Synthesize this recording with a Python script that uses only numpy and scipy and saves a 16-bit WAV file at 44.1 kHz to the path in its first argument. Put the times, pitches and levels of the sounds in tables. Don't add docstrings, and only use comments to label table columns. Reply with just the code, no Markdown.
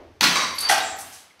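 import sys
import numpy as np
from scipy import signal
from scipy.fft import rfft, irfft
from scipy.io import wavfile

SR = 44100
rng = np.random.default_rng(int(sys.argv[2]) if len(sys.argv) > 2 else 0)


def pcm_store(signal):
    levels = np.round(np.clip(np.atleast_2d(signal), -1, 1) * 32767)
    wavfile.write(sys.argv[1], SR, levels.astype(np.int16).T)


def convert_level_to_amplitude(level_db):
    exponent = np.asarray(level_db, float) / 20
    return 10 ** exponent


N = 61740
TIME = np.arange(N) / SR
BLOW_RISE, SOFT_RISE = 0.19, 0.5

RING_OVER_CRACK = (-8, 5, 11, -1)


def level(x, db):
    return x * convert_level_to_amplitude(db) / np.sqrt(np.mean(x ** 2))


def read(table, hz):
    table = np.array(table, float)
    return np.interp(np.log(np.maximum(hz, 1)), np.log(table[:, 0]), table[:, 1])


def colour(x, spectrum):
    size = 4096
    log_gain = np.log(convert_level_to_amplitude(read(spectrum, np.fft.rfftfreq(size, 1 / SR))))
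    cepstrum = irfft(log_gain)
    cepstrum[1:size // 2] *= 2
    cepstrum[size // 2 + 1:] = 0
    h = irfft(np.exp(rfft(cepstrum)))
    return signal.fftconvolve(x, h / np.sqrt(np.sum(h ** 2)))[:len(x)]


def ring(x, hz, width_hz):
    b, a = signal.iirpeak(hz, hz / width_hz, fs=SR)
    return signal.lfilter(b, a, x) / np.sqrt(np.pi * width_hz / SR)


def clatter(contacts, rise):
    clicks_per_s, spread_db = 4000, 2
    shape = np.zeros(N)
    for start, db, length in contacts:
        u = np.maximum(TIME - start, 0) / length
        shape += convert_level_to_amplitude(db) * (1 - np.exp(-u / rise)) * np.exp(-u)
    chance = rng.random((3, N))
    hits = chance[0] < clicks_per_s / SR
    signs = np.sign(chance[1] - 0.5)
    strengths = convert_level_to_amplitude(-spread_db * np.log(chance[2]))
    clicks = level(hits * signs * strengths, 0)
    return shape * (0.68 * clicks + 1.073 * rng.standard_normal(N))


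def piece(blows, tones, crack, ring_db):
    push = clatter(blows, BLOW_RISE)
    tone = np.zeros(N)
    for k, (hz, width_hz, db) in enumerate(tones):
        tone += (-1) ** k * convert_level_to_amplitude(db) * ring(push, hz, width_hz)
    total = np.sqrt(sum(convert_level_to_amplitude(db) ** 2 for _, _, db in tones))
    return colour(push, crack) + convert_level_to_amplitude(ring_db) * tone / total


def bits(contacts, rise):
    total = np.zeros(N)
    for start, db, length, hz, width_hz in contacts:
        push = clatter([(start, db, length)], rise)
        band = ring(ring(push, hz, width_hz), hz, width_hz)
        total += band * np.sqrt(2 * np.pi * width_hz / SR)
    return total


def stairwell(x, echo_db):
    # (frequency [Hz], time to fall 60 dB [s])
    decay = [(60, 0.2), (200, 1), (800, 0.69), (2000, 0.63), (5000, 0.53), (9000, 0.45), (15000, 0.26)]
    first_wall_s, build_s = 0.0062, 0.0013
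    noise = rfft(rng.standard_normal(N))
    octave = np.log2(np.maximum(np.fft.rfftfreq(N, 1 / SR), 1) / 40)
    tail = np.zeros(N)
    for k in np.arange(0, 9.5, 0.5):
        band = irfft(noise * np.clip(1 - 2 * np.abs(octave - k), 0, 1), N)
        tail += band * convert_level_to_amplitude(-60 * TIME / read(decay, 40 * 2 ** k))
    tail *= 1 - np.exp(-np.maximum(TIME - first_wall_s, 0) / build_s)
    tail /= np.sqrt(np.sum(tail ** 2))
    return x + convert_level_to_amplitude(echo_db) * signal.fftconvolve(x, tail)[:N]


def hush():
    # (frequency [Hz], density [dB per Hz])
    spectrum = [(59, -51), (100, -8), (424, -8), (1100, -5), (1610, -9.5), (3320, -12.5), (14400, -24.5),
                (16000, -47)]
    return level(colour(rng.standard_normal(N), spectrum), -62.5)


def rumble():
    # (time [s], level [dB])
    course = [(0.0, -60), (0.202, -58.5), (0.226, -70), (0.354, -57.5), (1.072, -57.5), (1.36, -86.5),
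              (1.4, -63)]
    hz, width_hz = 81, 39
    hum = ring(ring(rng.standard_normal(N), hz, width_hz), hz, width_hz)
    return level(hum, 0) * convert_level_to_amplitude(np.interp(TIME, *np.array(course).T))


def earlier_knock():
    # (frequency [Hz], density [dB per Hz])
    spectrum = [(24, -19), (40, -13), (85, -14), (140, -40), (305, -9.5), (600, -16), (1370, -32),
                (1900, -32), (16000, -69)]
    t60_s = 0.63
    return level(colour(rng.standard_normal(N), spectrum), -43) * convert_level_to_amplitude(-60 * TIME / t60_s)


def skids_and_splashes():
    # (time [s], level [dB], length [s], frequency [Hz], width [Hz])
    sprays = [(.543, -34.5, 0.025, 11600, 1500), (.59, -56, .012, 10000, 3500),
              (.612, -27, 0.016, 9900, 3520), (.6, -28.5, 0.15, 1310, 2500), (.72, -42, 0.087, 13800, 5030),
              (.815, -25.5, 0.066, 7470, 990), (.85, -33.5, 0.031, 8250, 1800),
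              (.96, -41, 0.02, 12600, 2000), (1.003, -25.5, 0.016, 8780, 3500), (.99, -54, 0.07, 200, 204),
              (1.03, -46, 0.096, 2900, 3070), (1.03, -37.5, 0.074, 10540, 7100),
              (1.12, -34, 0.034, 8140, 6200), (1.185, -46, .03, 8000, 7000)]
    return bits(sprays, SOFT_RISE)


def sharp_ticks():
    # (time [s], level [dB], length [s], frequency [Hz], width [Hz])
    ticks = [(.3560, -21, 0.012, 1128, 151), (.5870, -18.5, 0.0058, 10000, 3540),
             (.6045, -18.5, 0.012, 10000, 3920), (.6860, -19.5, 0.018, 4440, 3500),
             (.6885, -18, 0.036, 9460, 5000), (.6945, -14.5, 0.0027, 1917, 210),
             (.7000, -15.5, .005, 10330, 1200), (.7230, -16, 0.0049, 753, 82),
             (.7850, -27, 0.0046, 800, 83), (.8020, -25, 0.0075, 3820, 120),
             (.9550, -43.5, 0.013, 1890, 100), (.9850, -31, 0.025, 9900, 7900),
             (1.0100, -54, 0.0048, 5950, 145.3), (1.3040, -48, 0.0059, 2150, 155),
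             (1.3940, -48.5, 0.0035, 4700, 3910)]
    return bits(ticks, BLOW_RISE)


def base():
    # (time [s], level [dB], length [s])
    blows = [
        (.694, -14.5, 0.011),
        (.71, -19, 0.013),
        (.722, -23.5, 0.015),
        (.745, -23.5, 0.0067),
        (.778, -21, 0.0094),
    ]
    # (frequency [Hz], width [Hz], level [dB])
    tones = [(770, 70, -2), (610, 80, -8), (830, 70, -6), (945, 90, -7), (1550, 100, -8), (1690, 100, -6),
             (1920, 100, -11), (3650, 250, -9)]
    # (frequency [Hz], density [dB per Hz])
    crack = [(35, -75), (60, -30.5), (527, -8.5), (767, -8.5), (1310, -3), (1660, -7), (6740, -9),
             (9570, -9.5), (16000, -27)]
    return piece(blows, tones, crack, RING_OVER_CRACK[3])


def neck():
    # (time [s], level [dB], length [s])
    blows = [
        (.582, -26.5, 0.0053),
        (.594, -38.5, 0.00067),
        (.601, -30.5, 0.0071),
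        (.62, -35.5, .012),
        (.645, -45, 0.013),
    ]
    # (frequency [Hz], width [Hz], level [dB])
    tones = [(4590, 50, 0), (4730, 120, -6), (6330, 78, -22)]
    # (frequency [Hz], density [dB per Hz])
    crack = [(1000, -30), (3000, -14), (4590, 0), (6500, -14), (16000, -30)]
    return piece(blows, tones, crack, RING_OVER_CRACK[2])


def shell():
    # (time [s], level [dB], length [s])
    blows = [
        (.346, -36, 0.0032),
        (.3555, -18, 0.0031),
        (.362, -26, 0.015),
        (.405, -35.5, 0.029),
        (.432, -31, 0.0047),
    ]
    # (frequency [Hz], width [Hz], level [dB])
    tones = [(1060, 50, 0), (1155, 45, 2), (2110, 45, 1), (2730, 60, -11), (3850, 40, 1), (4635, 45, -1),
             (4980, 80, -11), (5650, 45, -2), (6300, 50, -9)]
    # (frequency [Hz], density [dB per Hz])
    crack = [(100, -47), (300, -18.5), (1100, -1), (2000, -4), (4600, -12.5), (8000, -3), (16000, -26)]
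    return piece(blows, tones, crack, RING_OVER_CRACK[1])


def step_boom():
    return ring(clatter([(0.215, -22.5, 0.02)], SOFT_RISE), 219, 77)


def burst():
    # (time [s], level [dB], length [s])
    blows = [
        (.2075, -24, 0.0034),
        (.2093, -4.5, .0012),
        (.211, -24.5, 0.0007),
        (.2135, -19.5, 0.0058),
        (.2265, -14.5, 0.017),
        (.238, -13, 0.0067),
        (.262, -28.5, 0.12),
    ]
    # (frequency [Hz], width [Hz], level [dB])
    tones = [(980, 240, 6.5), (1650, 60, 14), (3070, 89, 0), (3850, 150, -30), (4210, 720, 8),
             (5000, 200, -22), (9420, 140, -27)]
    # (frequency [Hz], density [dB per Hz])
    crack = [(35, -35), (60, -27.5), (202, -12.5), (636, -12), (1200, -4.5), (3500, -5), (6000, -8.5),
             (6740, -9), (16000, -17)]
    return piece(blows, tones, crack, RING_OVER_CRACK[0])


def scene():
    echoes = (-0.5, 1.5, -0.5, -3.5, -7.5, -5)
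    sources = [step_boom() + burst(), shell(), neck(), base(), sharp_ticks(), skids_and_splashes()]
    mono = np.zeros(N)
    for source, echo_db in zip(sources, echoes):
        mono += stairwell(source, echo_db)
    mono += earlier_knock() + hush() + rumble()
    return np.array([mono, mono])


def band_limit(x):
    return signal.sosfilt(signal.butter(12, 16620, fs=SR, output="sos"), x)


def record(dry):
    bass_cut_hz, dull_hz, dull_db, top_hz = 40, 6520, -7, 15750
    hz = np.fft.rfftfreq(N, 1 / SR)

    def edge(at_hz, soft_hz):
        return 1 / (1 + np.exp(np.clip((at_hz - hz) / soft_hz, -50, 50)))

    gain = hz / np.hypot(hz, bass_cut_hz)
    gain = gain * convert_level_to_amplitude(dull_db * edge(dull_hz, 40))
    gain = gain * (1 - edge(top_hz, 60))
    rounded = 0.84 * np.tanh(dry / 0.72)
    return band_limit(irfft(rfft(rounded) * gain, N))


dry = scene()
out = record(dry)
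pcm_store(out)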